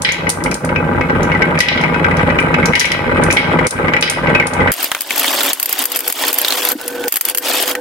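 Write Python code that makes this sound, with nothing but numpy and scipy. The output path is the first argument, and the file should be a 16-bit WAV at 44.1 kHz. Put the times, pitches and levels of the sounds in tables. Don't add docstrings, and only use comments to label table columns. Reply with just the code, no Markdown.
import sys
import numpy as np
from scipy import signal
from scipy.fft import rfft, irfft
from scipy.io import wavfile
from scipy.ndimage import uniform_filter1d

SR = 44100
rng = np.random.default_rng(int(sys.argv[2]) if len(sys.argv) > 2 else 0)


def wav_out(sig):
    wavfile.write(sys.argv[1], SR, np.round(np.clip(np.atleast_2d(sig).T, -1, 1) * 32767).astype(np.int16))


N = 344348
T = np.arange(N) / SR
SIZE = 16384
FREQS = np.maximum(np.arange(SIZE // 2 + 1) * SR / SIZE, 1)
SIDES = np.array([[1], [-1]])
CROWD_START_S = 4.722

# (frequency [Hz], side minus middle [dB])
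SLOPE_WIDTH = [(60, -19), (180, -35), (380, -11.5), (700, -7.5), (1290, 1), (4400, -0.5), (15000, 3)]
CROWD_WIDTH = [(100, -2), (250, -21), (1200, -19), (2400, -6.5), (4400, -2.5), (8100, 3), (14000, -2.5)]
# (frequency [Hz], level [dB])
CROWD_ROLL_TONE = [(30, -43), (130, -14), (190, -11.5), (270, 9), (420, 5.5), (620, -4), (850, 3.5),
                   (1300, -21.5), (4000, -40)]


def undb(db):
    return 10 ** (np.asarray(db) / 20)


def fade(t, t60):
    return undb(-60 * t / t60)


def swell(start, stop, attack_s, release_s):
    return np.clip((T - start) / attack_s, 0, 1) * np.clip(1 - (T - stop) / release_s, 0, 1)


def follow(level, growth):
    usual = undb(-16.5)
    return usual * (level / usual) ** growth


def steady(x):
    power = uniform_filter1d(x.mean(axis=0) ** 2, size=3200)
    return x / np.sqrt(np.abs(power) + 1e-12)


def curve(points):
    hz, db = np.transpose(points)
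    return undb(np.interp(np.log(FREQS), np.log(hz), db))


def resonances(modes, base=0):
    power = sum(undb(db + SIDES * pan / 2) ** 2 / (1 + (2 * (FREQS - hz) / width) ** 2)
                for hz, width, db, pan in modes)
    return np.sqrt(power + base ** 2)


def colour(x, gain):
    cepstrum = irfft(np.log(np.atleast_2d(gain) + 1e-9))
    cepstrum[:, 1:SIZE // 2] *= 2
    cepstrum[:, SIZE // 2 + 1:] = 0
    impulse = irfft(np.exp(rfft(cepstrum)))[:, :SIZE // 2]
    return signal.fftconvolve(x, impulse, axes=1)[:, :x.shape[1]]


def stereo_noise(width):
    return rng.standard_normal(N) + SIDES * colour(rng.standard_normal((1, N)), curve(width))


def add(out, time_s, x):
    i = max(int(time_s * SR), 0)
    out[:, i:i + x.shape[1]] += x[:, :N - i]


def impacts(width, gain, per_s, spread_db, t60):
    chance, size = rng.random(N), np.minimum(rng.standard_normal(N), 2)
    kicks = (chance < per_s / SR) * undb(spread_db * size) ** 2
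    energy = signal.lfilter([1], [1, -fade(1 / SR, t60) ** 2], kicks)
    return steady(colour(stereo_noise(width) * np.sqrt(energy), gain))


def blows(hits, width, gain, ring_db, ring_width_hz, rise_s, t60, tail_db, tail_t60):
    out, noise, t = np.zeros((2, N)), stereo_noise(width), T[:SIZE]
    rise = 1 - np.exp(-(t / rise_s) ** 2)
    shape = rise * (fade(t, t60) + undb(tail_db) * fade(t, tail_t60))
    for (time_s, db, hz), start in zip(hits, rng.integers(N - SIZE, size=len(hits))):
        body = gain * resonances([(hz, ring_width_hz, ring_db, 0)], base=1)
        hit = colour(noise[:, start:start + SIZE] * shape, body)
        add(out, time_s, undb(db) * hit / np.abs(hit.mean(axis=0)).max())
    return out


def tinkle(gain, low_hz, high_hz, spread_db, t60, width, count, pitches=9):
    out, t = np.zeros((2, N)), T[:SIZE // 24]
    decay = fade(t, t60)
    times = rng.uniform(CROWD_START_S, T[-1], count)
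    sizes = undb(spread_db * np.minimum(rng.standard_normal(count), 2))
    rings_hz = rng.uniform(low_hz, high_hz, (count, pitches))
    middles, sides = rng.uniform(-1, 1, (2, count, pitches))
    for time_s, size, hz, middle, side in zip(times, sizes, rings_hz, middles, sides):
        tones = np.sin(2 * np.pi * np.outer(hz, t))
        ping = middle @ tones + SIDES * width * (side @ tones)
        add(out, time_s, size * ping * decay)
    return steady(colour(out, gain))


def wooden_board():
    # (pitch [Hz], width [Hz], level [dB], left minus right [dB])
    modes = [(54, 16, 6, -8), (91.1, 5, 15.5, -0.5), (163, 22.8, 15, -0.5), (252, 30, 10, -2),
             (346.4, 34, 5, 15), (507, 100, 8.5, -3.5), (835, 27.6, 14.5, 5.5), (963, 25, 13, 3),
             (1205, 19, 11, 5.5), (1553.4, 22.5, 18, 0), (1978, 75, 10.5, 8), (1942, 34, 10.5, -2),
             (2180, 14.3, 17, -4), (2344, 76, 9, 5), (2547, 10.6, 12.5, 6), (2933, 33, 8, -3),
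             (3260, 46, 4.5, -2), (3784, 59, 1, -6.5), (4050, 9.4, 4, -20.5), (5110, 53, 5, -12)]
    # (frequency [Hz], level [dB])
    wood_tone = [(25, -24), (50, -35), (300, 3.5), (600, 7), (720, -2.5), (1400, 8), (2400, -3.5),
                 (3000, -3), (6000, -2.5), (10000, -20.5), (16000, -32)]
    return resonances(modes, curve(wood_tone))


def packed_glass():
    # (pitch [Hz], width [Hz], level [dB], left minus right [dB])
    modes = [(4800, 580, 0, 3), (8700, 200, 1.5, 2), (10470, 280, 3.5, 2), (11950, 160, 3, 15.5),
             (12720, 250, 6, -5), (14240, 370, 4.5, 6)]
    # (frequency [Hz], level [dB])
    click_tone = [(200, -20), (700, -12), (1800, -1.5), (3200, -2), (4600, -34), (6500, -3), (9500, -2),
                  (13000, -7.5), (16000, -1.5)]
    return resonances(modes, curve(click_tone))


def room_tone():
    # (frequency [Hz], level [dB])
    hiss_tone = [(30, -13), (120, -30), (400, -22), (1500, 2), (12000, -7)]
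    return undb(-51) * steady(colour(stereo_noise(CROWD_WIDTH), curve(hiss_tone)))


def room_echo(x, t60, gap_s):
    t = T[:SIZE]
    tail = rng.standard_normal((2, SIZE)) * fade(t, t60) * (t > gap_s)
    tail /= np.sqrt(np.sum(tail ** 2) / 2)
    return signal.fftconvolve(x, tail, axes=1)[:, :N]


def taps():
    # (time [s], level [dB], pitch [Hz])
    tap_hits = [(4.916, -2.5, 1610), (4.948, -5.5, 1580), (4.967, -14, 890), (5.106, -3.5, 2290),
                (5.243, -4.5, 2080), (5.279, -3, 3410), (5.406, -4, 3660), (6.237, -7, 1990),
                (6.447, -2, 4150), (6.448, -9.5, 4320), (6.481, -5, 3550), (6.505, -6, 4100),
                (6.522, -5.5, 4200), (7.039, -12, 2430), (7.166, -13, 1820), (7.287, -13, 2790),
                (7.347, -16, 2800), (7.751, -6, 1890)]
    bump_hits = [(6.749, -15.5, 286)]
    # (frequency [Hz], level [dB])
    tap_tone = [(150, -21), (600, -6), (1500, -7.5), (3500, -6.5), (5000, -13.5), (12000, -14.5)]
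    bump_tone = [(80, -33), (220, 1), (400, 3), (800, -12), (4000, -40)]
    hard = blows(tap_hits, CROWD_WIDTH, curve(tap_tone), ring_db=15, ring_width_hz=450,
                 rise_s=0.0008, t60=0.012, tail_db=-15, tail_t60=0.06)
    soft = blows(bump_hits, CROWD_WIDTH, curve(bump_tone), ring_db=25, ring_width_hz=54,
                 rise_s=0.0034, t60=0.019, tail_db=-19, tail_t60=0.13)
    return undb(2) * hard + soft


def hollow_runs():
    # (start [s], stop [s], final level [dB], lowest pitch [Hz])
    runs = [(5.047, 5.505, -28.5, 570), (5.62, 6.097, -34.5, 490), (6.17, 6.32, -30, 484),
            (6.323, 6.735, -28.5, 493.6), (6.775, 7.072, -21.5, 486.6), (7.221, 7.806, -26.5, 497.6)]
    # (pitch [Hz], width [Hz], level [dB], left minus right [dB])
    hollow = [(486, 1.5, 10.5, -1.5), (650, 20, -22.5, 1), (1510, 43, -15.5, -4), (1750, 32, -23, 4)]
    out, growth_db = np.zeros((2, N)), 13.5
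    roll = impacts(CROWD_WIDTH, curve(CROWD_ROLL_TONE), per_s=490, spread_db=3, t60=0.012)
    noise = stereo_noise(CROWD_WIDTH)
    attack_s, release_s = 0.027, 0.019
    for start, stop, db, ring_hz in runs:
        now = (T > start) & (T < stop + release_s)
        modes = [(hz * ring_hz / hollow[0][0], *rest) for hz, *rest in hollow]
        ring = steady(colour(noise[:, now], resonances(modes)))
        still_to_go = np.maximum((stop - T[now]) / (stop - start), 0)
        level = undb(db - growth_db * still_to_go) * swell(start, stop, attack_s, release_s)[now]
        out[:, now] += level * (undb(1.5) * ring + undb(-3.5) * roll[:, now])
    return out


def crowd(glass):
    # (start [s], stop [s], level [dB])
    surges = [(4.74, 4.864, -26), (5.058, 5.196, -26.5), (5.15, 5.506, -21.5), (5.44, 5.508, -26),
              (5.648, 5.742, -29), (5.737, 5.823, -22.5), (5.888, 5.962, -25), (6.012, 6.1, -28),
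              (6.14, 6.303, -22.5), (6.32, 6.48, -26), (6.458, 6.713, -23.5), (6.738, 7.08, -36.5),
              (7.1, 7.163, -29.5), (7.228, 7.307, -27), (7.408, 7.629, -20.5), (7.616, 7.718, -23)]
    # (frequency [Hz], level [dB])
    jostle_tone = [(200, -33.5), (600, 1.5), (1000, 0.5), (1250, -1.5), (2200, -2), (3400, 1.5), (4000, -5),
                   (4700, -3), (6500, -9.5), (12000, -9.5)]
    stir = undb(np.where(T < 6.72, -35.5, -47))
    swells = [undb(db) * swell(start, stop, attack_s=0.068, release_s=0.024)
              for start, stop, db in surges]
    motion = np.linalg.norm([stir, *swells], axis=0)
    jostle = tinkle(curve(jostle_tone), low_hz=500, high_hz=9000,
                    spread_db=1.5, t60=0.028, width=0.5, count=2800)
    rattle = tinkle(glass, low_hz=5000, high_hz=16000, spread_db=4, t60=0.02, width=0.6, count=1900)
    roll = impacts(CROWD_WIDTH, curve(CROWD_ROLL_TONE), per_s=540, spread_db=1.5, t60=0.0035)
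    out = motion * (undb(2.4) * jostle + undb(-9) * roll)
    out += undb(-1.5) * follow(motion, growth=0.97) * rattle
    return out * np.clip((T - CROWD_START_S) / 0.0027, 0, 1)


def clicks(glass):
    # (time [s], level [dB])
    snaps = [(4.7172, -0.5), (4.7252, -9), (4.7374, -7), (4.8275, -3), (4.8417, -0.5), (5.0063, -16),
             (5.0067, -2.5), (5.0164, -5.5), (5.1577, -8), (5.1778, -3), (5.1937, -1), (5.3418, -10),
             (5.4313, 0), (5.461, -9), (5.5304, -0.5), (5.5971, -3), (5.6272, -2), (5.657, -3), (5.692, -2),
             (5.7264, 0), (5.7893, -1), (5.8214, -7), (5.8378, -4), (5.8536, -1), (5.9172, -4.5),
             (5.9592, -1.5), (5.9661, -5.5), (5.9714, -6), (5.9892, -5), (6.004, -7), (6.077, -1.5),
             (6.099, -1), (6.123, -3), (6.2802, -4), (6.328, -2), (6.3403, -3), (6.384, 2.5), (6.4138, -2),
             (6.4822, -3), (6.569, -13), (6.6493, -2), (6.6863, -1), (6.7, -9), (6.716, -1.5),
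             (6.8114, -13), (6.8782, -3.5), (7.0798, 0), (7.1223, -0.5), (7.139, -6), (7.157, 0),
             (7.1673, -2), (7.2095, 0), (7.2507, 0), (7.285, -4), (7.2963, -1.5), (7.3472, -2), (7.373, -3),
             (7.3814, -3.5), (7.624, -3), (7.677, -5), (7.7114, -7)]
    hits = [(time_s, db, rng.uniform(10620, 14200)) for time_s, db in snaps]
    return undb(-0.5) * blows(hits, CROWD_WIDTH, glass, ring_db=12, ring_width_hz=300,
                              rise_s=0.002, t60=0.0095, tail_db=-26, tail_t60=0.08)


def clacks():
    # (time [s], level [dB], pitch [Hz])
    hits = [(0.0195, -10.5, 8500), (0.1202, -13.5, 6750), (0.292, -5.5, 8800), (0.3, -4, 8440),
            (0.438, -13.5, 8500), (0.513, -17, 5360), (0.5418, -9.5, 8700), (0.6476, -19, 8560),
            (1.2303, -19.5, 6240), (1.5889, -12, 4700), (1.604, -8.5, 5010), (1.813, -24, 5400),
            (2.169, -24, 5400), (2.4007, -21, 9100), (2.6563, -10, 5800), (2.7537, -13, 5030),
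            (2.7952, -7, 5800), (2.8014, -9, 5030), (2.8536, -14.5, 5850), (2.9168, -11.5, 5000),
            (3.236, -10, 9000), (3.3094, -11, 5660), (3.3257, -8, 9050), (3.6678, -10, 8700),
            (3.7077, -11, 8800), (4.0095, -14, 8800), (4.0247, -12, 4970), (4.0982, -7, 9000),
            (4.4692, -11, 9100), (4.5346, -21, 8500)]
    # (frequency [Hz], level [dB])
    tone = [(800, -86), (2500, -6), (4500, 1), (6500, 2), (8200, -3.5), (9500, 5), (10500, -7), (12200, -8),
            (15500, -23)]
    return undb(2) * blows(hits, SLOPE_WIDTH, curve(tone), ring_db=8, ring_width_hz=900,
                           rise_s=0.0007, t60=0.014, tail_db=-13, tail_t60=0.13)


def drops(board):
    # (time [s], level [dB], pitch [Hz])
    hits = [(0.0476, -3, 1860), (0.0884, -2, 1950), (1.6038, -1.5, 1950), (1.6841, -1.5, 2050),
            (1.7255, -12, 1980), (1.7746, -6.5, 2050), (2.7519, -2, 1900), (2.8085, -4, 1870),
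            (2.843, -3.5, 2210), (2.9173, -2, 1980), (3.3678, -0.5, 2120), (4.024, -3, 4960),
            (4.0744, -10, 1940)]
    # (frequency [Hz], level [dB])
    tone = [(100, -30), (700, -30), (1400, -14.5), (2000, -1.5), (3200, 5.5), (5000, -3.5), (7000, -15.5),
            (15000, -47)]
    dulling = [(2500, 1.5), (4000, -8.5), (7000, -15.5)]
    body = board * curve(tone)
    cracks = blows(hits, SLOPE_WIDTH, body, ring_db=8.5, ring_width_hz=260,
                   rise_s=0.0011, t60=0.023, tail_db=-15.5, tail_t60=0.52)
    fades = [undb(db - 23) * (T > time_s) * fade(np.abs(T - time_s), t60=0.71) for time_s, db, _ in hits]
    bounces = impacts(SLOPE_WIDTH, body * curve(dulling), per_s=600, spread_db=8, t60=0.013)
    return undb(-1) * cracks + np.linalg.norm(fades, axis=0) * bounces


def knocks(board):
    # (time [s], level [dB], pitch [Hz])
    hits = [(0.268, -5.5, 1960), (0.403, -19, 1960), (0.46, -9.5, 2100), (0.514, -11, 2450),
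            (0.69, -12.5, 1290), (0.759, -4.5, 2510), (1.009, -4.5, 2130), (1.096, -11.5, 1550),
            (1.316, -6.5, 2200), (1.348, -5.5, 2010), (1.419, -1.5, 2160), (1.574, -9, 1800),
            (1.836, -5.5, 2190), (1.942, -8.5, 1460), (2.043, -3.5, 1500), (2.109, -10, 1980),
            (2.194, -10.5, 2220), (2.3, -8, 1880), (2.386, -3, 2470), (2.541, -3, 2560),
            (2.627, -6.5, 2200), (2.733, -3, 2130), (3.302, -3.5, 2520), (3.589, -4, 2030),
            (3.645, -8.5, 2220), (3.881, -6.5, 2000), (3.935, -2, 1940), (3.965, -3.5, 2430),
            (4.27, -6, 2210), (4.348, -2.5, 2520), (4.397, -1.5, 2250), (4.423, -5, 2000),
            (4.603, -8, 2010), (4.674, -5.5, 1870)]
    # (frequency [Hz], level [dB])
    tone = [(100, -18), (700, -10), (1400, -5), (2000, 0), (2700, 1), (3500, -9), (6000, -19), (15000, -26)]
    return undb(-0.8) * blows(hits, SLOPE_WIDTH, board * curve(tone), ring_db=11, ring_width_hz=130,
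                              rise_s=0.0008, t60=0.046, tail_db=-24, tail_t60=0.12)


def rolling(board):
    # (time [s], level [dB])
    level_points = [(0.0, -24), (0.16, -27), (0.28, -17.5), (0.31, -26.5), (0.5, -16.5), (0.6, -29),
                    (0.64, -18), (1.0, -16), (1.05, -18.5), (1.18, -15), (1.34, -16.5), (1.59, -16.5),
                    (1.63, -26.5), (1.77, -17.5), (2.3, -14), (2.35, -16.5), (2.69, -13.5), (2.8, -25.5),
                    (3.23, -12), (3.42, -20), (3.54, -12.5), (3.67, -15.5), (3.69, -35.5), (3.75, -20),
                    (3.86, -14.5), (4.1, -24), (4.31, -12), (4.51, -21.5), (4.61, -12.5), (4.72, -15)]
    # (frequency [Hz], level [dB])
    soft = [(25, -20), (50, -0.5), (260, 0.5), (400, -6.5), (700, -12), (2000, -59.5)]
    grain = [(120, -45), (300, -10), (450, 2.5), (1300, -2), (1800, -12), (3000, -24.5), (8000, -87)]
    hard = [(400, -9), (1100, -6), (1600, 4.5), (2600, 3.5), (3500, -3), (6000, -24), (9500, 2),
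            (15000, -28)]
    rumble = impacts(SLOPE_WIDTH, board * curve(soft), per_s=400, spread_db=-0.5, t60=0.023)
    grind = impacts(SLOPE_WIDTH, board * curve(grain), per_s=400, spread_db=5, t60=0.016)
    chatter = impacts(SLOPE_WIDTH, board * curve(hard), per_s=600, spread_db=6.5, t60=0.024)
    rolling_level = undb(np.interp(T, *np.transpose(level_points)))
    thinning = undb(1.03 - 1.06 * T)
    alone = np.clip(1 - (T / 1.3) ** 4, 0, 1)
    out = thinning * follow(rolling_level, growth=1.45) * rumble
    out += rolling_level * (undb(-3.5) * grind + undb(-10 - 7 * alone) * chatter)
    return out * np.clip((CROWD_START_S - T) / 0.012, 0, 1)


def scene():
    board, glass = wooden_board(), packed_glass()
    hits = knocks(board) + drops(board) + clacks()
    air = room_tone()
    on_slope = rolling(board) + hits + undb(-11.5) * room_echo(hits, t60=0.32, gap_s=0.0037)
    in_crowd = crowd(glass) + hollow_runs() + clicks(glass) + taps()
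    return air + on_slope + in_crowd


def record(dry):
    low_pass = signal.ellip(10, 0.2, 70, 15850, fs=SR, output="sos")
    return signal.sosfilt(low_pass, np.clip(dry, -1, 1))


dry = scene()
out = record(dry)
wav_out(out)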